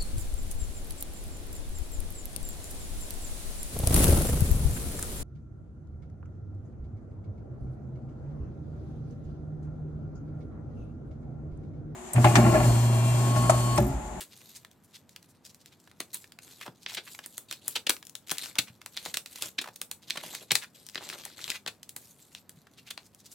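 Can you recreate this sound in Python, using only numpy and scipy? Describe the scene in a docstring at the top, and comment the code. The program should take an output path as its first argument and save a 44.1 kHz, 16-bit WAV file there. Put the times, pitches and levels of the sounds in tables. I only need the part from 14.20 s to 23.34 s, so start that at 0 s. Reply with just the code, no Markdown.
"""A sheet slaps down on a page, then cards slide in and out of a ring binder's plastic pocket pages.
Card on film: drifting friction noise with fine crinkles and hollow knocks, and short grainy scuffs.
Blows: film snaps, sheet slaps and light taps are coloured noise bursts under contact envelopes.
Hand bumps on the binder ring two low modes. A small quiet room adds short reflections and steady air noise."""
import sys
import numpy as np
from scipy import signal
from scipy.fft import rfft, irfft, next_fast_len
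from scipy.io import wavfile
from scipy.ndimage import uniform_filter1d

SR = 44100
rng = np.random.default_rng(int(sys.argv[2]) if len(sys.argv) > 2 else 0)


def transcribe(signal):
    """Save signal, clipped to [-1, 1], as a 16-bit WAV file at the path in sys.argv[1]."""
    frames = np.atleast_2d(signal).T
    limited = np.clip(frames, -1, 1)
    pcm = np.round(limited * 32767).astype(np.int16)
    wavfile.write(sys.argv[1], SR, pcm)


N = 403074

# Event levels are those before stereo placement; level_db of a short sound is its rms as if over 10 ms.
# One push of a card or hand along the film; lightness is treble over body:
# start_s, length_s, level_db (halfway), growth_db (start to end), lightness_db
PUSHES = [(0.0, 0.364, -58.5, 7.5, 3.5), (1.93, 0.077, -43.5, -23, 8), (2.216, 0.25, -55.5, 4, 4),
          (2.685, 0.07, -48.5, -3, -0.5), (2.832, 0.13, -51.5, 1, 8), (3.024, 0.15, -61.5, 17, 12),
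          (3.284, 0.1, -65.5, -11, -7), (3.41, 0.17, -55, -2.5, 1), (4.065, 0.24, -49, -4, 2),
          (4.717, 0.2, -53.5, 9.5, 1), (5.059, 0.22, -48.5, 16, 4.5), (5.87, 0.17, -56, 1, -2.5),
          (6.026, 0.2, -49, -4, 0), (6.544, 0.14, -58.5, -8, 2), (6.724, 0.21, -54.5, 10.5, -2),
          (6.97, 0.17, -55.5, -4, -3.5), (7.159, 0.16, -46.5, 2, -0.5), (7.772, 0.45, -65.5, -18, 15.5)]
# Card edge scuffs a short way, one sheet resonance: middle_s, level_db, centre_hz
SCUFFS = [(0.129, -50, 3600), (0.364, -43, 6200), (0.649, -59, 9600), (0.754, -45, 3800),
          (0.919, -60.5, 6000), (1.104, -58.5, 8260), (1.262, -45.5, 5300), (1.3, -52.5, 5150),
          (1.412, -57, 4930), (1.476, -58.5, 3980), (1.529, -56, 2800), (2.425, -41, 2100),
          (2.474, -43, 750), (2.631, -50.5, 4930), (2.697, -38.5, 3150), (2.88, -44.5, 1940),
          (3.045, -46.5, 3130), (4.369, -44, 950), (4.485, -47.5, 2020), (5.836, -52.5, 3620),
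          (6.225, -49.5, 448), (6.433, -38, 2060), (6.82, -43.5, 730), (6.956, -46.5, 680),
          (7.357, -36, 2410), (8.177, -52, 3460), (8.589, -49.5, 3050), (8.678, -46, 2800),
          (8.86, -55, 6500), (9.003, -54.5, 6000), (9.062, -48, 5740), (9.125, -46.5, 7600)]
# Film buckles: start_s, level_db, page_body_db, crisp_edge_db
SNAPS = [(1.8036, -32, -1, 6), (2.663, -33.5, -14.5, -22), (3.061, -39, 1.5, 22.5), (3.18, -34.5, 0, 20),
         (3.312, -34.5, -11, 4.5), (3.3258, -35.5, -11, 4), (3.481, -26, -0.5, 27), (3.9533, -37, -16, 8.5),
         (4.1167, -27.5, 5, 15.5), (4.1832, -32, -25, 7), (4.6615, -39, -1.5, 10),
         (4.7736, -32.5, -24, -13), (4.86, -35.5, 3.5, 1), (4.9424, -29.5, -13, 4),
         (4.971, -27.5, -10, 7.5), (5.2228, -29, -12.5, 7.5), (5.6158, -32, -5.5, 13),
         (5.714, -33.5, -9, 12.5), (5.9061, -27, -28, -8), (6.15, -35, -8, 6.5), (6.3088, -24, -11.5, -13),
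         (6.3542, -19.5, -13.5, 4.5), (6.756, -33, -4.5, -13), (6.9, -37, -3.5, 1), (7.0526, -37, -7, 14.5),
         (7.242, -35.5, -33, -6), (7.3023, -28, -24, 1.5), (7.463, -35.5, -2, -7),
         (7.693, -41.5, -23, 15.5), (7.7644, -36.5, 2.5, 18), (8.1497, -41.5, -17, -3),
         (8.2942, -45.5, -2, 18.5), (8.777, -39.5, -5, -7)]
# Card or pocket flaps against the page: start_s, level_db, page_body_db, crisp_edge_db, contact_ms
SLAPS = [(0.0, -35, -18.5, 9, 7.6), (1.943, -32, -27, 20, 1.4), (2.478, -42.5, -2, -24, 0.99),
         (2.746, -36, -33, 3, 2.1), (2.768, -31, -21.5, -15, 6.9), (3.5549, -25, -24.5, -6.5, 5),
         (3.6673, -26.5, -25, -8, 1.95), (3.694, -18.5, -19, 7.5, 1.53), (4.232, -36.5, -27, 2, 5.6),
         (4.385, -19, -25, -1.5, 3.05), (5.383, -25.5, -28.5, -16.5, 3.6), (5.413, -35, -19, 2.5, 3.2),
         (5.972, -33, -14.5, -6, 2), (6.316, -20, -24, 2, 2.1), (6.777, -36.5, -20.5, -24, 2.2),
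         (7.474, -31.5, -21, -4, 4.6), (8.704, -35.5, -27.5, -1, 3.3)]
# Fingertip or card corner touches down: start_s, level_db, centre_hz
TAPS = [(0.448, -48, 1950), (0.514, -58.5, 5030), (0.893, -55, 4670), (0.962, -44.5, 2720),
        (1.028, -56.5, 4950), (1.346, -53.5, 5460), (1.4595, -51, 4070), (1.674, -55.5, 1070),
        (1.714, -56.5, 2000), (2.042, -50, 1950), (2.121, -50.5, 3370), (2.188, -46.5, 1900),
        (2.412, -43, 1770), (2.462, -43, 930), (2.948, -45.5, 2480), (2.99, -41, 1510), (3.704, -26, 2800),
        (3.766, -46, 2560), (3.827, -47.5, 2350), (3.852, -52, 8000), (3.869, -46.5, 6530),
        (3.896, -48, 7600), (4.095, -39, 3070), (4.104, -37, 3520), (4.113, -30.5, 3940),
        (4.2585, -41.5, 3480), (4.355, -42, 2560), (4.616, -48.5, 2070), (4.768, -39.5, 3770),
        (4.853, -39, 4200), (5.0601, -41.5, 3370), (5.158, -44.5, 3640), (5.4417, -41.5, 1250),
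        (5.458, -45.5, 800), (5.474, -42.5, 900), (5.485, -44.5, 756), (5.56, -44, 6500),
        (5.9, -39.5, 3520), (5.955, -41.5, 720), (6.666, -46, 7000), (6.688, -45.5, 4500),
        (6.6975, -49.5, 4400), (6.7468, -43, 3000), (6.838, -57, 4000), (6.89, -39, 3920),
        (7.059, -48, 690), (7.631, -45, 4500), (8.469, -56, 1300), (8.948, -53.5, 7960)]
# Hand bumps the binder: start_s, peak_db
BUMPS = [(2.488, -43.5), (4.393, -40.5), (4.505, -46), (6.321, -35.5), (8.376, -49)]
# Binder modes on the table, pitch nominal: pitch_hz, level_db, t60_s
BINDER_MODES = [(131, -10.5, 0.1), (195, -5.5, 0.047)]
# Relative colour of film snaps: freq_hz, gain_db
SNAP_COLOUR = [(200, -2.5), (1400, -2.5), (2400, -3), (4000, -2), (5500, -8.5), (8000, -10.5), (15000, -21)]
# Relative colour of sheet slaps: freq_hz, gain_db
SLAP_COLOUR = [(160, 5), (380, 7), (1400, -2), (2400, -8.5), (4000, -8.5), (5500, -17), (8000, -15.5),
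               (15000, -24.5)]
# Relative colour of card friction: freq_hz, gain_db
SLIDE_COLOUR = [(150, 4), (1200, -10), (2400, -5.5), (3950, 4.5), (5400, -4), (7500, -1), (10000, -7),
                (13700, -3), (16000, -38.5)]
# Hand at the outer pockets, off to the side of the microphones: from_s, to_s
OUTER_POCKETS = [(3.62, 4.55), (6.25, 7.58)]
# Stereo balance at the outer pockets: freq_hz, left_minus_right_db
BALANCE = [(500, .5), (1900, -3), (5500, 6), (13000, 2)]
# Likeness of the two microphones: freq_hz, coherence (0 to 1)
LIKENESS = [(200, 0.87), (7000, 0.79), (14000, 0.48)]
# Room decay: freq_hz, t60_s
ROOM_DECAY = [(250, 0.23), (3000, 0.12), (14000, 0.21)]
# Relative colour of the room air: freq_hz, gain_db
AIR_COLOUR = [(18, -35), (97, 8.5), (223, 8), (344, 1.5), (1290, -9), (6380, -26.5), (13500, -39),
              (16000, -65.5)]

AIR_DB = -63.5  # rms
EDGE_HZ = 16400  # band limit
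GRIP_S, RELEASE_S = 0.0068, 0.016  # a push takes hold, dies away
BRUSH_DB, BRUSH_UNEVEN_DB, BRUSH_HZ = -68.5, 6, 5000
CRINKLE_DB = -1
SKIRT_DB, SKIRT_MS = -11.5, 1.2  # soft noise rising and falling around contact
LEAD_S = 0.005  # time ahead of contact in a blow
TIME = np.arange(N) / SR
GRAIN_SIZE = 4096
GRAIN_HZ = np.fft.rfftfreq(GRAIN_SIZE, 1 / SR)
LONG_SIZE = next_fast_len(N, True)


def sliding(hiss_db=0.5, flex_db=-6, catch_db=-51, body_share=-0.93, middle_share=-1.09,
            edge_share=0.078, judder_db=4.5, judder_ms=40):
    """Light pushes mostly hiss; heavier contact also crinkles the film and flexes the page in hollow knocks."""
    hz = bins(LONG_SIZE)
    friction = amp(hiss_db) * hiss()
    ticks = amp(CRINKLE_DB) * crinkles()
    knocks = amp(flex_db) * flexes()
    weight = contact(body_share)
    catch = weight / (weight + amp(catch_db))
    z = rfft(friction + np.sqrt(catch) * ticks + catch * knocks, LONG_SIZE)
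    z *= 1 - below(hz, 120, order=2)  # a small sheet radiates little bass
    body, edge = shelves(hz)
    middle = 1 - body - edge
    rub = silence()
    for band, share in ((body, body_share), (middle, middle_share), (edge, edge_share)):
        rub += contact(share) * irfft(z * band)[:, :N]
    # faint treble brushing throughout, pushes or not
    brush = irfft(rfft(friction + ticks, LONG_SIZE) * hz / (hz + BRUSH_HZ))[:, :N]
    # the card sticks and gives way irregularly
    judder = np.tanh(wander(judder_ms))
    return rub * amp(judder_db * judder) + brush * amp(BRUSH_DB + BRUSH_UNEVEN_DB * judder)


def hiss(patch_db=3.2, patch_ms=35, grit_db=3.8, grit_ms=2.2, count=14):
    """Gritty friction noise whose colour drifts as the contact patch moves over the film."""
    hz = bins(LONG_SIZE)
    z = microphones(rfft(noise(LONG_SIZE)), hz) * amp(read(SLIDE_COLOUR, hz))
    band = np.floor(count * hz / EDGE_HZ)
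    drifting = silence()
    for k in range(count):
        drifting += irfft(z * (band == k))[:, :N] * amp(patch_db * wander(patch_ms))
    return evened(drifting * amp(grit_db * wander(grit_ms)))


def crinkles():
    """Card edge catches on the film in dense, short ticks."""
    return grains(per_s=180, spread_db=7.0, low_hz=1590, high_hz=6000, q=1.7, contact_ms=0.32, ring_ms=6.1)


def flexes():
    """Page flexes in small hollow knocks, lower and longer than the crinkles."""
    return grains(per_s=130, spread_db=6.5, low_hz=327, high_hz=2670, q=3.2, contact_ms=0.84, ring_ms=7.8,
                  spread_ms=3.89)


def grains(per_s, spread_db, low_hz, high_hz, q, contact_ms, ring_ms, spread_ms=0, count=20):
    """Random small catches, each ringing one of several page resonances, a few much larger than the rest."""
    out = silence()
    for hz in np.geomspace(low_hz, high_hz, count):
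        size_db = spread_db * np.minimum(rng.exponential(size=N), 3)
        strikes = rng.random(N) < per_s / count / SR
        envelope = blow(contact_ms, ring_db=-5.5, ring_ms=ring_ms)
        grain = burst(hump(hz, q), envelope, spread_ms)
        out += signal.oaconvolve((amp(size_db) * strikes)[None], grain)[:, :N]
    return evened(out)


def contact(share):
    """Level of all the pushes, weighted by a share of their lightness."""
    level = silence()
    for s, length_s, db, growth_db, light_db in PUSHES:
        add(level, s, amp(db + share * light_db) * push(length_s, growth_db)[None])
    return level


def push(length_s, growth_db):
    """Envelope of one push: grips, gains or loses force steadily, lets go."""
    t = TIME[TIME < length_s + 6 * RELEASE_S]
    held = np.minimum(t, length_s)
    force = amp(growth_db * (held / length_s - 0.5))
    return force * -np.expm1(-t / GRIP_S) * np.exp((held - t) / RELEASE_S)


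def scuffs(swell_s=0.014, q=1.38, ragged_db=4.0, friction_share=0.12):
    """Card edge brushes the film: a grainy rub that swells and fades in a few hundredths of a second."""
    out, middle_s = silence(), GRAIN_SIZE / SR / 2
    swell = np.exp(-((TIME[:GRAIN_SIZE] - middle_s) / swell_s) ** 2)
    for s, db, hz in SCUFFS:
        colour_db = hump(hz, q) + friction_share * read(SLIDE_COLOUR, GRAIN_HZ)
        add(out, s - middle_s, amp(db) * burst(colour_db, swell, ragged_db=ragged_db))
    return out


def snaps(contact_ms=0.27, ring_db=-19, ring_ms=11.8, spread_ms=2.616):
    """Film flips from one shape to another: a very short contact, then a damped ring."""
    out = silence()
    for s, db, body_db, edge_db in SNAPS:
        colour_db = sheet(SNAP_COLOUR, body_db, edge_db)
        envelope = blow(contact_ms, ring_db, ring_ms)
        add(out, s - LEAD_S, amp(db) * burst(colour_db, envelope, spread_ms))
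    return out


def slaps(ring_db=-20, ring_ms=7, spread_ms=3):
    """Flat sheet lands, mostly over several milliseconds."""
    out = silence()
    for s, db, body_db, edge_db, contact_ms in SLAPS:
        colour_db = sheet(SLAP_COLOUR, body_db, edge_db)
        envelope = blow(contact_ms, ring_db, ring_ms)
        add(out, s - LEAD_S, amp(db) * burst(colour_db, envelope, spread_ms))
    return out


def taps(contact_ms=0.59, q=0.9, ring_db=-14, ring_ms=6, usual_hz=3000):
    """Fingertips and card corners touch down; the softer the contact, the longer and lower the knock."""
    out = silence()
    for s, db, hz in TAPS:
        envelope = blow(contact_ms * usual_hz / hz, ring_db, ring_ms)
        add(out, s - LEAD_S, amp(db) * burst(hump(hz, q), envelope))
    return out


def bumps(rise_s=0.0046):
    """Soft blows ring the low modes of the binder, pitch slightly different each time."""
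    out, t = silence(), TIME[:SR // 4]
    for s, peak_db in BUMPS:
        ring = np.zeros(len(t))
        for hz, db, t60_s in BINDER_MODES:
            cycles = hz * rng.normal(1, 0.079) * t + rng.random()
            ring += amp(db - 60 * t / t60_s) * np.sin(2 * np.pi * cycles)
        ring *= -np.expm1(-t / rise_s)
        add(out, s - rise_s, amp(peak_db) * ring[None] / abs(ring).max())
    return out


def burst(colour_db, envelope, spread_ms=0, ragged_db=2.5, lag_ms=0.0089, step_ms=1.36):
    """Cluster of tiny contacts under an envelope, coloured by the sheet; rms 1 as if over 10 ms."""
    # the sheet touches in several uneven steps
    steps = amp(ragged_db * wander(step_ms, GRAIN_SIZE))
    left, right = rfft(noise(GRAIN_SIZE) * envelope * steps)
    # each spot on the page is nearer to one microphone
    z = np.array([left, right * delayed(GRAIN_HZ, lag_ms * rng.standard_normal())])
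    # contacts give the fine ripple, the sheet gives the broad colour
    broad_db = 10 * np.log10(uniform_filter1d(abs(z) ** 2, size=240) + 1e-9)
    z = z * np.array([causal(colour_db - db) for db in broad_db])
    z = microphones(z, GRAIN_HZ)
    # bending waves are slower at low pitch: a downward chirp; the sum turns delay into phase
    z *= delayed(SR / GRAIN_SIZE, np.cumsum(spread_ms * below(GRAIN_HZ, 900, order=2)))
    # a small sheet radiates little bass
    sound = irfft(z * (GRAIN_HZ / (GRAIN_HZ - 115j)) ** 3)
    return evened(sound) * np.sqrt(SR / 100 / GRAIN_SIZE)


def blow(contact_ms, ring_db, ring_ms):
    """Envelope of a blow: soft noise rising and falling around contact, the hit, the damped sheet's ring."""
    ms = (TIME[:GRAIN_SIZE] - LEAD_S) * 1000
    u = np.maximum(ms, 0) / contact_ms
    skirt = amp(SKIRT_DB) * np.exp(-abs(ms) / SKIRT_MS)
    hit = np.e * u * np.exp(-u)  # peaks at contact_ms
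    ring = amp(ring_db) * np.exp(-ms / ring_ms) * -np.expm1(-u)
    return skirt + hit + ring


def sheet(colour, body_db, edge_db):
    """Colour with more or less page body and crisp edge, in dB."""
    body, edge = shelves(GRAIN_HZ)
    return read(colour, GRAIN_HZ) + body_db * body + edge_db * edge


def shelves(hz, body_hz=1600, edge_hz=6500):
    """Shares of each frequency that belong to the page's body and the film's crisp edge."""
    return below(hz, body_hz, order=4), 1 - below(hz, edge_hz, order=6)


def hump(hz, q):
    """One broad resonance, in dB."""
    ratio = (GRAIN_HZ + 1) / hz
    return -10 * np.log10(1 + (q * (ratio - 1 / ratio)) ** 2)


def placed(x, lead_ms=0.016, inner_share=0.2):
    """Outer-pocket sound reaches the right microphone first, and its balance tilts further."""
    hz, z = bins(LONG_SIZE), rfft(x, LONG_SIZE)
    side = np.array([[0.5], [-0.5]])  # left, right
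    tilt_db = side * read(BALANCE, hz)
    inner = irfft(z * amp(inner_share * tilt_db))[:, :N]
    outer = irfft(z * amp(tilt_db) * delayed(hz, side * lead_ms))[:, :N]
    at_outer = sum(1.0 * (TIME > a) * (TIME < b) for a, b in OUTER_POCKETS)
    reach = uniform_filter1d(at_outer, size=SR // 10)
    return (1 - reach) * inner + reach * outer


def room(x, wet_db=-9, build_up_s=0.003, size=16384):
    """Small furnished room: dense reflections that die within about a quarter of a second."""
    hz, t, z = signal.stft(noise(size), SR)
    _, tail = signal.istft(z * amp(-60 * t / read(ROOM_DECAY, hz)[:, None]), SR)
    left, right = rfft(tail * -np.expm1(-(TIME[:size] / build_up_s) ** 2))
    # long waves reach both microphones alike
    same = below(bins(size), 3300, order=2)
    tails = irfft([left, same * left + np.sqrt(1 - same ** 2) * right])
    wet = [signal.fftconvolve(ear, tail / np.linalg.norm(tail))[:N] for ear, tail in zip(x, tails)]
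    return amp(wet_db) * np.array(wet)


def air():
    """Steady low murmur of the room's air with a faint hiss: shaped noise."""
    hz = bins(LONG_SIZE)
    z = microphones(rfft(noise(LONG_SIZE)), hz) * amp(read(AIR_COLOUR, hz))
    return amp(AIR_DB) * evened(irfft(z)[:, :N])


def microphones(z, hz):
    """Two unrelated spectra become a pair, more alike in the bass than in the treble."""
    angle = np.arccos(np.clip(read(LIKENESS, hz), 0, 1)) / 2
    mid, side = z * np.array([np.cos(angle), np.sin(angle)])
    return np.array([mid + side, mid - side])


def causal(db):
    """Minimum-phase response with these gains: rings only after the blow."""
    gain = np.log(amp(db))
    mirrored = np.r_[gain, gain[-2:0:-1]]
    return np.exp(np.conj(signal.hilbert(mirrored)))[:len(db)]


def wander(ms, size=N):
    """Random curve of rms 1, smoothed over so many milliseconds."""
    return evened(uniform_filter1d(rng.standard_normal(size), int(np.ceil(ms * SR / 1000))))


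def noise(size):
    """Two unrelated white noises."""
    return rng.standard_normal((2, size))


def below(hz, corner_hz, order):
    """Gain of a low-pass."""
    return 1 / (1 + (hz / corner_hz) ** order)


def delayed(hz, ms):
    """Phase turn of a delay."""
    return np.exp(-2j * np.pi * hz * ms / 1000)


def read(points, hz):
    """Reads a table on a log-frequency axis."""
    f, value = np.transpose(points)
    return np.interp(np.log(hz + 1), np.log(f), value)


def bins(size):
    """Frequencies of a spectrum of so many samples, in Hz."""
    return np.fft.rfftfreq(size, 1 / SR)


def amp(db):
    """Decibels to gain."""
    return 10 ** (np.asarray(db) / 20)


def evened(x):
    """Scales to rms 1."""
    return x / np.sqrt(np.mean(x ** 2) + 1e-20)


def silence():
    """Empty stereo track."""
    return np.zeros((2, N))


def add(mix, s, sound):
    """Adds a sound at time s, or at 0 if s is negative."""
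    part = mix[:, max(round(s * SR), 0):][:, :sound.shape[1]]
    part += sound[:, :part.shape[1]]


def scene():
    """All the handling, its reflections and the room's air."""
    handling = placed(sliding() + scuffs() + snaps() + slaps() + taps() + bumps())
    return handling + room(handling) + air()


def record(dry):
    """Full-scale limit, then the band limit."""
    lowpass = signal.firwin(255, EDGE_HZ, window=("kaiser", 9), fs=SR)
    return signal.oaconvolve(np.clip(dry, -1, 1), lowpass[None], "same")


dry = scene()
out = record(dry)
transcribe(out)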